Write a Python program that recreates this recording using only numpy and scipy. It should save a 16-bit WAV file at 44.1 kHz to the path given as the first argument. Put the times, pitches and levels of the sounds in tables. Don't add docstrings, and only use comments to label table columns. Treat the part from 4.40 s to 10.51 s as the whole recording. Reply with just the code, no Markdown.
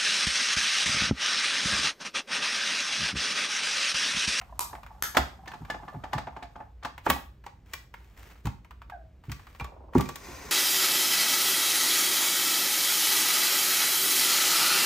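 import sys
import numpy as np
from scipy import signal
from scipy.fft import rfft, irfft
from scipy.io import wavfile

SR = 44100
rng = np.random.default_rng(int(sys.argv[2]) if len(sys.argv) > 2 else 0)


def inscribe(sig):
    pcm = np.round(np.clip(np.atleast_2d(sig).T, -1, 1) * 32767)
    wavfile.write(sys.argv[1], SR, pcm.astype(np.int16))


N = 269451
TIME_S = np.arange(N) / SR
HIT_N = SR // 3
HIT_S = np.arange(HIT_N) / SR

# (time [s], level [dB])
CRANK_EFFORT = [(0, -57.5), (1.0, -56.5), (1.15, -51), (2.25, -63.5), (2.33, -75)]
SLIDE_LEVEL = [(5.55, -41.5), (5.76, -54.5), (5.85, -41.5), (6.11, -40.5)]
# (time [s], peak [dB])
LIGHT_TICKS = [(0.014, -30.5), (0.352, -31.5), (0.432, -34), (0.464, -32), (1.058, -37), (1.117, -31),
               (1.25, -34), (2.579, -29), (3.04, -40.5), (3.54, -31.5), (3.956, -45), (4.247, -41.5),
               (4.308, -33.5), (4.418, -32.5), (4.498, -32), (4.838, -41.5), (4.896, -33.5), (4.995, -37),
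               (5.069, -35.5), (5.149, -38), (5.535, -33)]
# (time [s], level [dB], pitch [Hz])
PLATE_SNAPS = [(0.193, -14.5, 992), (0.624, -13, 1577)]
TABLE_THUMPS = [(0.772, -27, 300), (0.782, -26.5, 58), (1.208, -33, 127), (1.55, -29.5, 133),
                (1.75, -26, 117), (2.668, -34, 312), (2.693, -20, 235.6), (4.051, -20, 91),
                (4.883, -27, 111.6), (5.209, -30.5, 84), (5.554, -9.5, 343), (5.564, -15.5, 159),
                (5.579, -29, 196), (5.886, -37, 327)]
# (time [s], strength [dB], hardness as treble over bass [dB], pitch [Hz])
HOUSING_KNOCKS = [(0.332, -30, -33, 800), (0.749, -28, -11, 820), (0.769, -7, -14, 770),
                  (1.077, -34.5, -8, 1660), (1.138, -33, -17, 830), (1.301, -22.5, -15, 1610),
                  (1.345, -29.5, -24, 860), (1.433, -36, -36, 850), (1.482, -31.5, -24, 1310),
                  (1.545, -34.5, -40, 845), (1.639, -27.5, -21.5, 970), (1.732, -20, -16.5, 1070),
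                  (1.781, -24.5, -14.5, 950), (1.872, -25.5, -30, 870), (1.966, -29, -26.5, 854),
                  (2.027, -31.5, -15.5, 690), (2.159, -35, -25.5, 840), (2.205, -31, -38, 906),
                  (2.431, -38.5, -9, 1210), (2.449, -23, -14.5, 980)]
STACK_CLATTER = [(2.665, -6, -33.5, 890), (2.7, -6.5, -13, 1470), (2.761, -24.5, -42, 840),
                 (3.064, -29.5, -16.5, 890), (3.335, -27, -4, 1960), (4.055, -29, -9.5, 1130),
                 (4.069, -26, -14, 826), (4.917, -30.5, -4, 1830), (5.198, -27.5, -19, 2770),
                 (5.208, -25, -20.5, 900), (5.244, -29.5, -14, 1140), (5.551, -14, -44, 900),
                 (5.581, -31, -3, 1640), (5.595, -19, -42, 1150), (5.608, -25.5, -5.5, 1130),
                 (5.657, -36, -11, 2100), (5.689, -26.5, -9, 1150), (5.757, -33.5, -0.5, 1400)]
# (start [s], length [s], level [dB])
BRUSHES = [(3.259, 0.19, -58.5), (3.535, 0.48, -61.5), (3.766, 0.17, -56.5), (4.838, 0.34, -59)]
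# (frequency [Hz], level [dB], t60 [s])
HOUSING_MODES = [(691, -6, 0.16), (730, 5.5, 0.058), (856.5, 3, 0.067), (970, -3, 0.063),
                 (1173, -2.5, 0.11), (1753, 5, 0.069)]
TABLE_MODES = [(66, 0, .19), (118, 0, .12), (146, 1, .13), (202, -2.5, .11), (236, -1, .11), (280, 1, .1),
               (354, 4, .055)]
STACK_MODES = [(826, 3, 0.042), (952, 3, 0.037), (1134, -0.5, 0.07), (1554, 1, 0.0072), (1925, -4, 0.025),
               (2385, -3.5, 0.05), (2735, -5, 0.024)]
PLATFORM_MODES = [(769.5, 0.5, 0.35), (844, 2.5, 0.16), (1690, -2.5, 0.15)]
# (frequency [Hz], gain [dB])
PLASTIC_EQ = [(150, -14), (500, -8), (850, 0), (2300, -12.5), (6000, -22.5), (16000, -31.5)]
ACRYLIC_EQ = [(150, -7.5), (950, -0.5), (2200, -3.5), (4500, -6.5)]
# (frequency [Hz], gain [dB])
AIR_EQ = [(20, -31), (58, 8.5), (85, -3), (250, -18), (1000, -34), (16000, -49.5)]
TICK_EQ = [(400, -11), (950, 5), (2000, -2), (6000, -18)]
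CRACK_EQ = [(200, -17), (1000, -12.5), (4000, -10.5), (5400, -4.5), (9000, -5.5), (12000, 1.5),
            (16000, -15.5)]
BRUSH_EQ = [(1900, 4.5), (4000, -2.5), (13000, -4)]
SLIDE_EQ = [(60, -3.5), (1100, -6), (2700, -11.5), (3600, -16), (5500, -9), (6200, -6), (7000, -11.5),
            (16000, -20.5)]
# (frequency [Hz], gain [dB])
SIDE_EQ = [(50, -10), (400, 1), (5000, 0), (9000, -24.5)]


def undb(db):
    return 10 ** (np.asarray(db) / 20)


def level(x, db):
    return x * undb(db) / np.sqrt(np.mean(x ** 2))


def peak(x, db):
    return x * undb(db) / np.abs(x).max()


def burst(x, db):
    return x * undb(db) / np.sqrt(np.mean(x[:, :SR // 40] ** 2))


def curve(rows):
    return undb(np.interp(TIME_S, *np.transpose(rows), left=-120, right=-120))


def fade(t60_s):
    return np.exp(-np.log(1000) * HIT_S / max(t60_s, 1e-4))


def band(x, hz, kind, order=4):
    return signal.sosfilt(signal.butter(order, hz, kind, fs=SR, output="sos"), x)


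def colour(x, eq):
    hz, db = np.transpose(eq)
    size = 8192
    log_hz = np.log(np.fft.rfftfreq(size, 1 / SR) + 1)
    cepstrum = irfft(np.log(undb(np.interp(log_hz, np.log(hz), db))))
    cepstrum[1:size // 2] *= 2
    cepstrum[size // 2 + 1:] = 0
    impulse = irfft(np.exp(rfft(cepstrum)))
    return signal.oaconvolve(x, impulse[None], axes=1)[:, :x.shape[1]]


def noise(count, width=0.38):
    mid, side = rng.standard_normal((2, count))
    return np.array([mid + width * side, mid - width * side])


def wander(knots):
    return np.interp(TIME_S, np.linspace(0, TIME_S[-1], knots), rng.standard_normal(knots))


def add(track, at_s, sound):
    start = max(int(at_s * SR), 0)
    track[:, start:start + sound.shape[1]] += sound[:, :N - start]


def friction(grain_db):
    slips = wander(N // 150)
    return noise(N) * undb(grain_db * slips)


def favour(modes, pitch_hz, db_per_oct=22.5):
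    return [(hz, db - db_per_oct * abs(np.log2(hz / pitch_hz)), t60_s) for hz, db, t60_s in modes]


def ring(modes, scatter_db=0.95, detune=0.015, spread_rad=0.12):
    out = 0
    for hz, db, t60_s in modes:
        size, shift, start, skew = rng.standard_normal(4)
        phase = 2 * np.pi * (hz * (1 + detune * shift) * HIT_S + start)
        phase = phase + spread_rad * skew * np.array([[1], [-1]])
        out = out + undb(db + scatter_db * size) * np.sin(phase) * fade(t60_s)
    return out * (1 - fade(0.014)) ** 2


def gears():
    creaks = np.zeros((2, N))
    for at_s in np.arange(0, CRANK_EFFORT[-1][0], 0.036):
        late, size = rng.standard_normal(2)
        creak = ring(favour(HOUSING_MODES, 900), scatter_db=6, detune=0.09)
        add(creaks, at_s + 0.019 * late, burst(creak * fade(0.1) * (1 - fade(0.008)), 5 * size))
    teeth = colour(band(friction(3.7), 1700, "low"), PLASTIC_EQ)
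    rumble = band(friction(2.1), [55, 200], "band")
    surge = undb(2 * wander(60))
    hiss = band(friction(2), [2500, 14000], "band") * surge
    mix = level(creaks, -4) + level(teeth, -7) + level(rumble, -2) + level(hiss, -10.5)
    return mix * curve(CRANK_EFFORT)


def light_ticks():
    out = np.zeros((2, N))
    for at_s, db in LIGHT_TICKS:
        add(out, at_s, peak(colour(noise(HIT_N) * fade(0.05), TICK_EQ), db))
    return out


def scatter(x, swell_s, count=14):
    jitter, size = rng.random(count), rng.standard_normal(count)
    age = (np.arange(count) + jitter) / 3
    lags = (age * swell_s * SR).astype(int)
    impulse = np.bincount(lags, size * age * np.exp(-age))
    return signal.fftconvolve(x, impulse[None], axes=1)[:, :x.shape[1]]


def plate_snaps(resonance_db=14.5, echo_s=0.0081):
    out = np.zeros((2, N))
    for at_s, db, hz in PLATE_SNAPS:
        spectrum = rfft(noise(HIT_N) * fade(0.017))
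        tilted = irfft(spectrum / np.sqrt(np.abs(spectrum)), HIT_N)
        crack = colour(tilted * fade(0.04), CRACK_EQ)
        crack = colour(crack, [(hz / np.sqrt(2), 0), (hz, resonance_db), (hz * np.sqrt(2), 0)])
        add(out, at_s, burst(crack, db - 11))
        add(out, at_s + echo_s, burst(scatter(crack, swell_s=0.0049), db - 18.5))
    return out


def dense_modes(eq, t60_s, contact_s):
    return colour(noise(HIT_N) * fade(t60_s) * (1 - fade(6 * contact_s)), eq)


def blows(events, modes, eq, *, dense_t60_s, tick_t60_s, base_contact_s, drag,
          knock_db, clack_db, ring_db, tick_db, rebound_db):
    out = np.zeros((2, N))
    for at_s, low_db, hard_db, pitch_hz in events:
        mid_db, high_db = low_db + 0.59 * hard_db, low_db + hard_db
        contact_s = base_contact_s * undb(-drag * low_db)
        strike = dense_modes(eq, dense_t60_s, contact_s)
        rebound = dense_modes(eq, dense_t60_s, contact_s)
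        tick = colour(noise(HIT_N, 0.62) * fade(tick_t60_s) * (1 - fade(2 * contact_s)), eq)
        add(out, at_s - contact_s, peak(band(strike, 1200, "low"), low_db + knock_db))
        add(out, at_s - contact_s, burst(band(strike, [1400, 4000], "band"), mid_db + clack_db))
        drive_db = min(low_db, -12.5)
        add(out, at_s, burst(ring(favour(modes, pitch_hz)), drive_db + ring_db))
        tick = burst(band(tick, 3800, "high"), high_db + tick_db)
        top_db = 0.32 * min(high_db + 30, 11)
        add(out, at_s, colour(tick, [(7000, 0.0031), (12500, top_db)]))
        rebound_s = at_s + rng.uniform(0.0079, 0.023)
        add(out, rebound_s, peak(band(rebound, 2600, "low"), low_db + rebound_db))
        faint = burst(colour(noise(HIT_N) * fade(0.06), eq), (low_db + mid_db) / 2 - 25.5)
        swell_n = min(int(at_s * SR), SR // 20)
        add(out, at_s - swell_n / SR, faint[:, swell_n::-1])
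    return out


def housing_knocks():
    return blows(HOUSING_KNOCKS, HOUSING_MODES, PLASTIC_EQ,
                 dense_t60_s=0.049, tick_t60_s=0.064, base_contact_s=0.000795, drag=0.42,
                 knock_db=-1, clack_db=-7.5, ring_db=-12.5, tick_db=-2.5, rebound_db=-12.5)


def push(db, pitch_hz, rise_cycles=5.4):
    load_shifts = 1 + 0.036 * rng.standard_normal(len(TABLE_MODES))
    boom = 0
    for (hz, mode_db, t60_s), shift in zip(favour(TABLE_MODES, pitch_hz, db_per_oct=9.5), load_shifts):
        boom = boom + undb(mode_db) * np.sin(2 * np.pi * hz * shift * HIT_S) * fade(t60_s)
    panels = band(noise(HIT_N, 0.5) * fade(0.14), min(1.9 * pitch_hz, 480), "low")
    return (peak(boom, db + 11.5) + peak(panels, db - 10)) * (1 - fade(rise_cycles / pitch_hz))


def table_thumps(settle_s=0.012, settle_hz=79, feet_hz=272):
    out = np.zeros((2, N))
    for at_s, db, pitch_hz in TABLE_THUMPS:
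        add(out, at_s, push(db, pitch_hz))
        add(out, at_s + settle_s, push(db - 11.5, settle_hz))
    for at_s, db, _, _ in HOUSING_KNOCKS:
        add(out, at_s, push(0.77 * db - 22, feet_hz))
    return band(out, 45, "high", order=2)


def stack_clatter():
    return blows(STACK_CLATTER, STACK_MODES, ACRYLIC_EQ,
                 dense_t60_s=0.062, tick_t60_s=0.035, base_contact_s=0.00112, drag=0,
                 knock_db=-6.5, clack_db=-12.5, ring_db=-14.5, tick_db=-1.5, rebound_db=-17)


def brushes(ramp_s=0.01):
    contact = 0
    for start_s, length_s, db in BRUSHES:
        inside_s = np.minimum(TIME_S - start_s, start_s + length_s - TIME_S)
        contact = contact + undb(db) * np.clip(inside_s / ramp_s + 0.5, 0, 1)
    return level(colour(friction(3.3), BRUSH_EQ), 0) * contact


def platform_ring(lift_s=4.52, peak_db=-32):
    out = np.zeros((2, N))
    sagging_s = np.cumsum(1 - 0.17 * (1 - fade(0.306))) / SR
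    knots_s = HIT_S[::220]
    judder = 1 + 0.6 * np.interp(HIT_S, knots_s, rng.standard_normal(len(knots_s)))
    tone = np.array([np.interp(sagging_s, HIT_S, side) for side in ring(PLATFORM_MODES)])
    add(out, lift_s, peak(judder * tone, peak_db))
    return out


def finger_taps(start_s=5.28, end_s=5.53, gap_s=0.041):
    out = np.zeros((2, N))
    for at_s in np.arange(start_s, end_s, gap_s):
        late, size = rng.standard_normal(2)
        tap = band(noise(HIT_N) * fade(0.14) * (1 - fade(0.013)), [280, 1000], "band")
        add(out, at_s + 0.0028 * late, peak(tap, -43 + 2 * size))
    return out


def stack_slide():
    plates = noise(HIT_N, 0) * fade(0.089)
    plates[:, 0] += np.sqrt(np.sum(plates ** 2))
    hiss = signal.oaconvolve(friction(0.79), plates, axes=1)[:, :N]
    return level(colour(hiss, SLIDE_EQ), 0) * curve(SLIDE_LEVEL)


def room(x, wet_db=-8):
    tail = noise(HIT_N, 0.8)
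    tail = band(tail, 5300, "low") * fade(0.33) + band(tail, 4800, "high") * fade(0.31)
    tail = band(tail, 71, "high") * np.clip((HIT_S - 0.008) / 0.0013, 0, 1)
    tail *= undb(wet_db) / np.sqrt(np.sum(tail ** 2) / 2)
    return x + signal.oaconvolve(x, tail, axes=1)[:, :N]


def scene():
    knocks, clatter = housing_knocks(), stack_clatter()
    air = level(colour(noise(N, 0.13), AIR_EQ), -50.5)
    machine = room(knocks + gears())
    handling = room(clatter + light_ticks() + platform_ring() + brushes() + finger_taps())
    return machine + handling + room(plate_snaps(), wet_db=1) + room(table_thumps()) + stack_slide() + air


def record(dry):
    mid = (dry[:1] + dry[1:]) / 2
    side = colour((dry[:1] - dry[1:]) / 2, SIDE_EQ)
    left = colour(mid + side, [(2500, -1), (9000, -6)])[0]
    right = colour(mid - side, [(2500, -0.5), (5300, -8), (9000, -7)])[0]
    right = right - 2 * signal.lfilter(*signal.iirpeak(10000, 3, fs=SR), right)
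    lowpass = signal.ellip(8, 0.2, 70, 15600, fs=SR, output="sos")
    return signal.sosfilt(lowpass, np.array([left, right]))


dry = scene()
out = record(dry)
inscribe(out)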